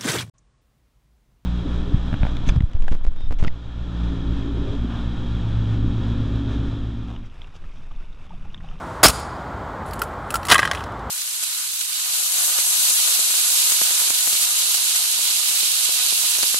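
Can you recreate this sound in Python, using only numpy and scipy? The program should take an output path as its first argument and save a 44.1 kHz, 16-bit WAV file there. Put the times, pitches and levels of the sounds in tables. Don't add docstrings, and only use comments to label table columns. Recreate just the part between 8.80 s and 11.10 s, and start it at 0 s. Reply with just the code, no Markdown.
import sys
import numpy as np
from scipy import signal
from scipy.fft import rfft, irfft, next_fast_len
from scipy.io import wavfile

SR = 44100
rng = np.random.default_rng(int(sys.argv[2]) if len(sys.argv) > 2 else 0)


def store_wav(level_fs):
    pcm = np.round(np.clip(np.atleast_2d(level_fs), -1, 1) * 32767)
    wavfile.write(sys.argv[1], SR, pcm.T.astype(np.int16))


N = 101430
T = np.arange(N) / SR


def from_db(db):
    return 10 ** (np.asarray(db) / 20)


def rms_one(x):
    return x / np.sqrt(np.mean(x ** 2) + 1e-20)


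def level(rows):
    start_s, level_db = np.transpose(rows)
    return from_db(np.interp(T, start_s, level_db, left=-150, right=-150))


def at_hz(points, hz):
    pitch_hz, value = np.transpose(points)
    return np.interp(np.log(np.maximum(hz, 1)), np.log(pitch_hz), value)


def decay(t, t60):
    return np.exp(-np.log(1000) * t / t60)


def colour(x, points):
    size = 2 * next_fast_len(N)
    gain = rms_one(from_db(at_hz(points, np.fft.rfftfreq(size, 1 / SR))))
    cepstrum = irfft(np.log(gain))
    cepstrum[1:size // 2] *= 2
    cepstrum[size // 2 + 1:] = 0
    response = np.exp(rfft(cepstrum))
    return irfft(rfft(x, size) * response)[:N]


def grains(per_s, spread_db):
    size_db = spread_db * np.minimum(rng.exponential(1, N), 3)
    sizes = from_db(size_db) * rng.choice([-1, 1], N)
    happens = rng.random(N) < per_s / SR
    return rms_one(sizes * happens)


def add(out, start_s, sound):
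    start = int(start_s * SR)
    out[start:start + len(sound)] += sound[:N - start]


MODE_SPREAD_DB, MODE_DETUNE = 4.5, 0.014


def ringing(modes):
    hz, db, t60 = np.transpose(modes)[:, :, None]
    strength, tuning = rng.standard_normal((2, len(modes), 1))
    gains = from_db(db + MODE_SPREAD_DB * strength) * rng.choice([-1, 1], hz.shape)
    t = T[:SR // 5]
    waves = np.sin(2 * np.pi * hz * (1 + MODE_DETUNE * tuning) * t) * decay(t, t60)
    return (gains * waves).sum(0) / np.sqrt(np.sum(gains ** 2))


# start_s, level_db (of the crackle)
BUCKLING = [(.229, -42), (.2335, -3), (.238, 1.5), (.257, -9.5), (.263, -8.5), (.273, -16), (.277, -28),
            (.285, -9), (.2915, -31), (.295, -18), (.307, -28.5), (.318, -51)]
# pitch_hz, level_db (relative)
BUCKLE_COLOUR = [(200, -37), (600, -20), (1200, 0.5), (2300, 2.5), (4000, 3.5), (8000, 1.5), (10500, 2),
                 (12000, -2.5), (15500, -12)]
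# pitch_hz, level_db (relative)
WALL_MODES = [(781, -6), (945, -4), (1095, -5), (1202, -3), (1340, -5), (2660, -3), (4075, 0), (4457, -2),
              (4968, -2), (5290, -2), (5410, -3), (6722, -3), (7250, -4), (8167, 0), (10243, -4)]
# start_s, level_db
THUD = [(.2305, -20), (.232, -0.5), (.245, -5.5), (.259, -2.5), (.263, -26), (.295, -21.5), (.32, -55)]
# pitch_hz, level_db (relative)
THUD_COLOUR = [(40, -15), (60, -4.5), (130, -5), (230, 0), (320, 1.5), (450, 0), (700, 1.5), (1200, -0.5),
               (1700, -6), (3000, -19)]
# start_s, level_db (of the low thump)
THUMP = [(.24, -41), (.258, -30.5), (.285, -22), (.31, -36), (.35, -65)]
# pitch_hz, level_db (relative)
THUMP_COLOUR = [(30, -11.5), (45, -2), (57, 2.5), (90, -8), (160, -11), (300, -23), (1000, -56)]
BUCKLES_PER_S, BUCKLE_SPREAD_DB = 3500, 2
WALL_RING_DB, WALL_T60_S = -5, 0.03


def stamp():
    buckles = grains(BUCKLES_PER_S, BUCKLE_SPREAD_DB) * level(BUCKLING)
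    wall_modes = [(hz, db, WALL_T60_S) for hz, db in WALL_MODES]
    first, last = int(BUCKLING[0][0] * SR), int(BUCKLING[-1][0] * SR)
    wall = np.zeros(N)
    for fold in np.array_split(np.arange(first, last), 12):
        ring = ringing(wall_modes)
        ring = ring / np.linalg.norm(ring)
        add(wall, fold[0] / SR, signal.fftconvolve(buckles[fold], ring))
    crackle = colour(buckles, BUCKLE_COLOUR)
    thud = colour(rng.standard_normal(N) * level(THUD), THUD_COLOUR)
    thump = colour(rng.standard_normal(N), THUMP_COLOUR) * level(THUMP)
    return crackle + from_db(WALL_RING_DB) * wall + thud + thump


FAVOUR_DB, FAVOUR_OCTAVES = 7, .35


def favoured(modes, centre_hz):
    hz, db, t60 = np.transpose(modes)
    octaves = np.log2(hz / centre_hz)
    boost_db = FAVOUR_DB * np.exp(-(octaves / FAVOUR_OCTAVES) ** 2)
    return np.transpose([hz, db + boost_db, t60])


# pitch_hz, level_db (relative)
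FIZZ_COLOUR = [(3500, -3.5), (6000, -5.5), (7500, 2), (8600, -1.5), (10300, 3.5), (12000, -10.5),
               (13600, -8), (15500, -20)]
# pitch_hz, level_db (relative)
SPARKLE_COLOUR = [(9000, -30), (12000, -8), (13500, 3), (14400, -9), (15500, -16)]
CHATTER = 0.3


def blows(rows, gains_db, t60, modes, crack_colour):
    layers = np.zeros((4, N))
    t = T[:SR // 12]
    fade = decay(t, t60)
    for start_s, *levels_db, centre_hz in rows:
        flurry = rng.standard_normal((4, len(t))) * fade
        contact = flurry[1] * fade
        contact *= CHATTER / np.linalg.norm(contact)
        contact[0] += 1
        ring = ringing(favoured(modes, centre_hz))
        body = signal.fftconvolve(ring, contact)
        body *= np.linalg.norm(ring) / np.linalg.norm(body)
        sounds = flurry[0], body, flurry[2], flurry[3]
        for layer, sound, level_db, gain_db in zip(layers, sounds, levels_db, gains_db):
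            add(layer, start_s, from_db(level_db + gain_db) * sound)
    crack, body, fizz, sparkle = layers
    noise = colour(crack, crack_colour) + colour(fizz, FIZZ_COLOUR) + colour(sparkle, SPARKLE_COLOUR)
    return noise + body


# start_s, crack_db, body_db, fizz_db, sparkle_db, pitch_hz (of the favoured ring)
SNAPS = [(.3965, -46, -34, -34, -39, 4300), (1.1105, -31, -33, -44, -49, 4200),
         (1.1337, -49, -28, -29, -31, 4345), (1.1925, -39.5, -43, -28, -38.5, 10400),
         (1.218, -13.5, -14.5, -25, -21, 2620), (1.2345, -43, -45.5, -30, -41, 10400),
         (1.505, -25, -20, -21.5, -34, 2840), (1.522, -29, -35, -41, -46, 10400),
         (1.5411, -10.5, -11, -19.5, -38, 1420), (1.5554, -13.5, -19.5, -19, -32, 1370),
         (1.6313, -31, -27.5, -54, -55, 2000), (1.6523, -23, -23, -25.5, -38, 4300),
         (1.6684, -22, -30, -27, -42, 4270)]
# pitch_hz, level_db (relative), t60_s
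PINNED_MODES = [(1230, -6, .03), (1360, -1, .045), (1700, -7, .03), (2020, -8, .025), (2620, -6, .02),
                (3050, -9, .02), (3900, -10, .012), (4300, -7, .014), (4900, -9, .014), (5850, -11, .014),
                (9400, -14, .008), (10400, -12, .008)]
# pitch_hz, level_db (relative)
PINNED_CRACK_COLOUR = [(150, -29), (600, 0), (1300, 10.5), (2000, -12), (2330, -2), (2700, 2), (3500, -8),
                       (5000, -1), (6300, -11), (9000, -7)]
# start_s, level_db
GRINDING = [(1.05, -77.5), (1.06, -50), (1.08, -49), (1.125, -59), (1.155, -48), (1.175, -59), (1.24, -47),
            (1.28, -67), (1.32, -82), (1.47, -65.5), (1.53, -52.5), (1.565, -33), (1.59, -54), (1.625, -61),
            (1.675, -37)]
SNAP_GAINS_DB, SNAP_T60_S = (-8, 0, -4, -6), 0.035
GRIT_PER_S, GRIT_SPREAD_DB = 1500, 3.5


def creaking():
    grit = colour(grains(GRIT_PER_S, GRIT_SPREAD_DB) * level(GRINDING), FIZZ_COLOUR)
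    snaps = blows(SNAPS, SNAP_GAINS_DB, SNAP_T60_S, PINNED_MODES, PINNED_CRACK_COLOUR)
    return grit + snaps


# start_s, crack_db, body_db, fizz_db, pitch_hz (of the favoured ring)
KNOCKS = [(1.6848, -18, -21, -27, 1250), (1.6935, -41, -28, -24, 3080), (1.7011, -9, -11.5, -16, 1270),
          (1.7135, 0.5, -6, -24, 2070), (1.7195, 3.5, -0.5, -6, 2600), (1.7265, -7, -5, -23, 1300),
          (1.7342, -15, -16, -18, 1210), (1.7438, -18, -8, -13, 1600), (1.7544, -22, -4, -27, 1150),
          (1.7595, -30, -14, -23.5, 1090), (1.7806, -19, -12, -22, 1770), (1.7918, -11, -6, -34, 1750),
          (1.7985, -30, -26, -25.5, 3100), (1.8212, -39, -18, -37, 1870), (1.830, -33, -11, -33, 1520),
          (1.8516, -26, -15, -33, 1300), (1.8545, -21.5, -24, -33, 1174), (1.8749, -25, -17.5, -43, 1190),
          (1.9132, -16, -15, -29, 1520), (1.933, -27, -26, -37, 2030), (1.949, -29, -22, -38, 1550),
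          (1.956, -30, -45, -47, 2030), (1.9728, -48, -26, -53, 3150), (1.9925, -52, -38, -53, 3161),
          (2.0063, -35, -32.5, -48, 3120), (2.0385, -30, -43, -43.5, 3100), (2.1208, -45, -51, -57, 5300),
          (2.1939, -43.5, -49, -55, 5400)]
# pitch_hz, level_db (relative), t60_s
LOOSE_MODES = [(685, -11, .035), (1090, -3, .045), (1225, -5, .035), (1592, -2, .04), (1675, -4, .035),
               (1905, -1, .035), (2025, -1, .035), (2490, -7, .03), (2672, -7, .03), (2980, -8, .03),
               (3115, -7, .04), (3400, -12, .03), (3980, -10, .03), (5100, -18, .025)]
# pitch_hz, level_db (relative)
LOOSE_CRACK_COLOUR = [(150, -19.5), (600, 1), (1300, 3), (1900, 4), (2330, -6.5), (2700, -1), (3300, 0.5),
                      (4200, -3), (5100, -2.5), (6300, -4.5), (9000, -23)]
# start_s, level_db
SLIDE = [(1.683, -34), (1.688, -24), (1.711, -17), (1.715, -9.5), (1.725, -10), (1.738, -21.5),
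         (1.765, -46), (1.80, -44), (1.84, -40), (1.90, -52), (1.95, -38.5), (2.04, -53), (2.08, -58)]
# pitch_hz, level_db (relative)
SLIDE_COLOUR = [(80, -29), (300, 5.5), (700, -0.5), (1200, 13), (2000, -7), (2330, -17), (2700, 7.5),
                (4200, -0.5), (6300, -5), (10300, -5.5), (12000, -13), (15500, -20)]
KNOCK_GAINS_DB, KNOCK_T60_S = (-2, 3, 0.5), 0.03


def kick():
    scrape = colour(grains(GRIT_PER_S, GRIT_SPREAD_DB) * level(SLIDE), SLIDE_COLOUR)
    knocks = blows(KNOCKS, KNOCK_GAINS_DB, KNOCK_T60_S, LOOSE_MODES, LOOSE_CRACK_COLOUR)
    return scrape + knocks


# start_s, level_db
HISS = [(0, -54), (.08, -54), (.16, -55), (.23, -58)]
# pitch_hz, level_db (relative)
HISS_COLOUR = [(1000, -6), (3500, -2), (8500, -5.5), (11000, -12), (15000, -31)]


def faint_hiss():
    return colour(rng.standard_normal(N), HISS_COLOUR) * level(HISS)


# pitch_hz, t60_s
ROOM_T60 = [(250, -2.2), (1000, 2.5), (3500, 1.74), (8000, 1), (11000, 0.28), (14000, .32)]
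# pitch_hz, level_db
ROOM_COLOUR = [(100, -34), (1000, -20.5), (2300, -27), (3800, -24), (5500, -27.5), (8500, -23),
               (12000, -22.5), (15000, -28.5)]
ROOM_BUILD_S = 0.004
ECHO_S, ECHO_WIDTH_S, ECHO_GAIN = .11, 0.075, 2.1


def room(x):
    t, edges = T[:SR], np.geomspace(100, 17000, 20)
    tail = np.zeros(SR)
    for low, high in zip(edges, edges[1:]):
        hz = np.sqrt(low * high)
        fade = decay(t, at_hz(ROOM_T60, hz)) * (1 - np.exp(-t / ROOM_BUILD_S))
        fade *= 1 + ECHO_GAIN * np.exp(-((t - ECHO_S) / ECHO_WIDTH_S) ** 2)
        band_filter = signal.butter(2, [low, high], "band", fs=SR, output="sos")
        band = signal.sosfilt(band_filter, rng.standard_normal(SR))
        tail += from_db(at_hz(ROOM_COLOUR, hz)) * band * fade / np.linalg.norm(fade)
    return signal.fftconvolve(x, tail)[:N]


# (relative, per Hz)
RUSH = [(15, -37.5), (25, -5.5), (48, 0), (75, 2.5), (113, -1.5), (169, -5.5), (274, -8), (340, -9.5),
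        (421, -10), (582, -7.5), (871, -5.5), (1050, -5.5), (1410, -9), (1800, -19.5), (1950, -19.5),
        (2700, -33), (3170, -30), (4500, -37), (5430, -43.5), (5880, -43.5), (7700, -42.5), (10100, -56.5),
        (15500, -54.5)]
RUSH_DB = -30.5
RUMBLE_HZ, RUMBLE_WIDTH_HZ, RUMBLE_DB = 61.5, 54, -43


def background():
    radius = np.exp(-np.pi * RUMBLE_WIDTH_HZ / SR)
    poles = [1, -2 * radius * np.cos(2 * np.pi * RUMBLE_HZ / SR), radius * radius]
    rumble = signal.lfilter([1, 0, -1], poles, rng.standard_normal(N + SR))[SR:]
    rush = colour(rng.standard_normal(N), RUSH)
    return from_db(RUSH_DB) * rms_one(rush) + from_db(RUMBLE_DB) * rms_one(rumble)


STAMP_ROOM_DB = -2.5


def scene():
    crush = stamp()
    small = creaking() + kick()
    reverberation = room(from_db(STAMP_ROOM_DB) * crush + small)
    mono = crush + small + faint_hiss() + reverberation + background()
    return np.tile(mono, (2, 1))


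OVERLOAD, KNEE = .7, 5
CUTOFF_HZ = 15700


def record(dry):
    bass_cut = signal.butter(5, 41, "high", fs=SR, output="sos")
    dry = signal.sosfilt(bass_cut, dry)
    clipped = dry / (1 + np.abs(dry / OVERLOAD) ** KNEE) ** (1 / KNEE)
    top_cut = signal.ellip(12, .1, 90, CUTOFF_HZ, fs=SR, output="sos")
    return signal.sosfilt(top_cut, clipped)


dry = scene()
out = record(dry)
store_wav(out)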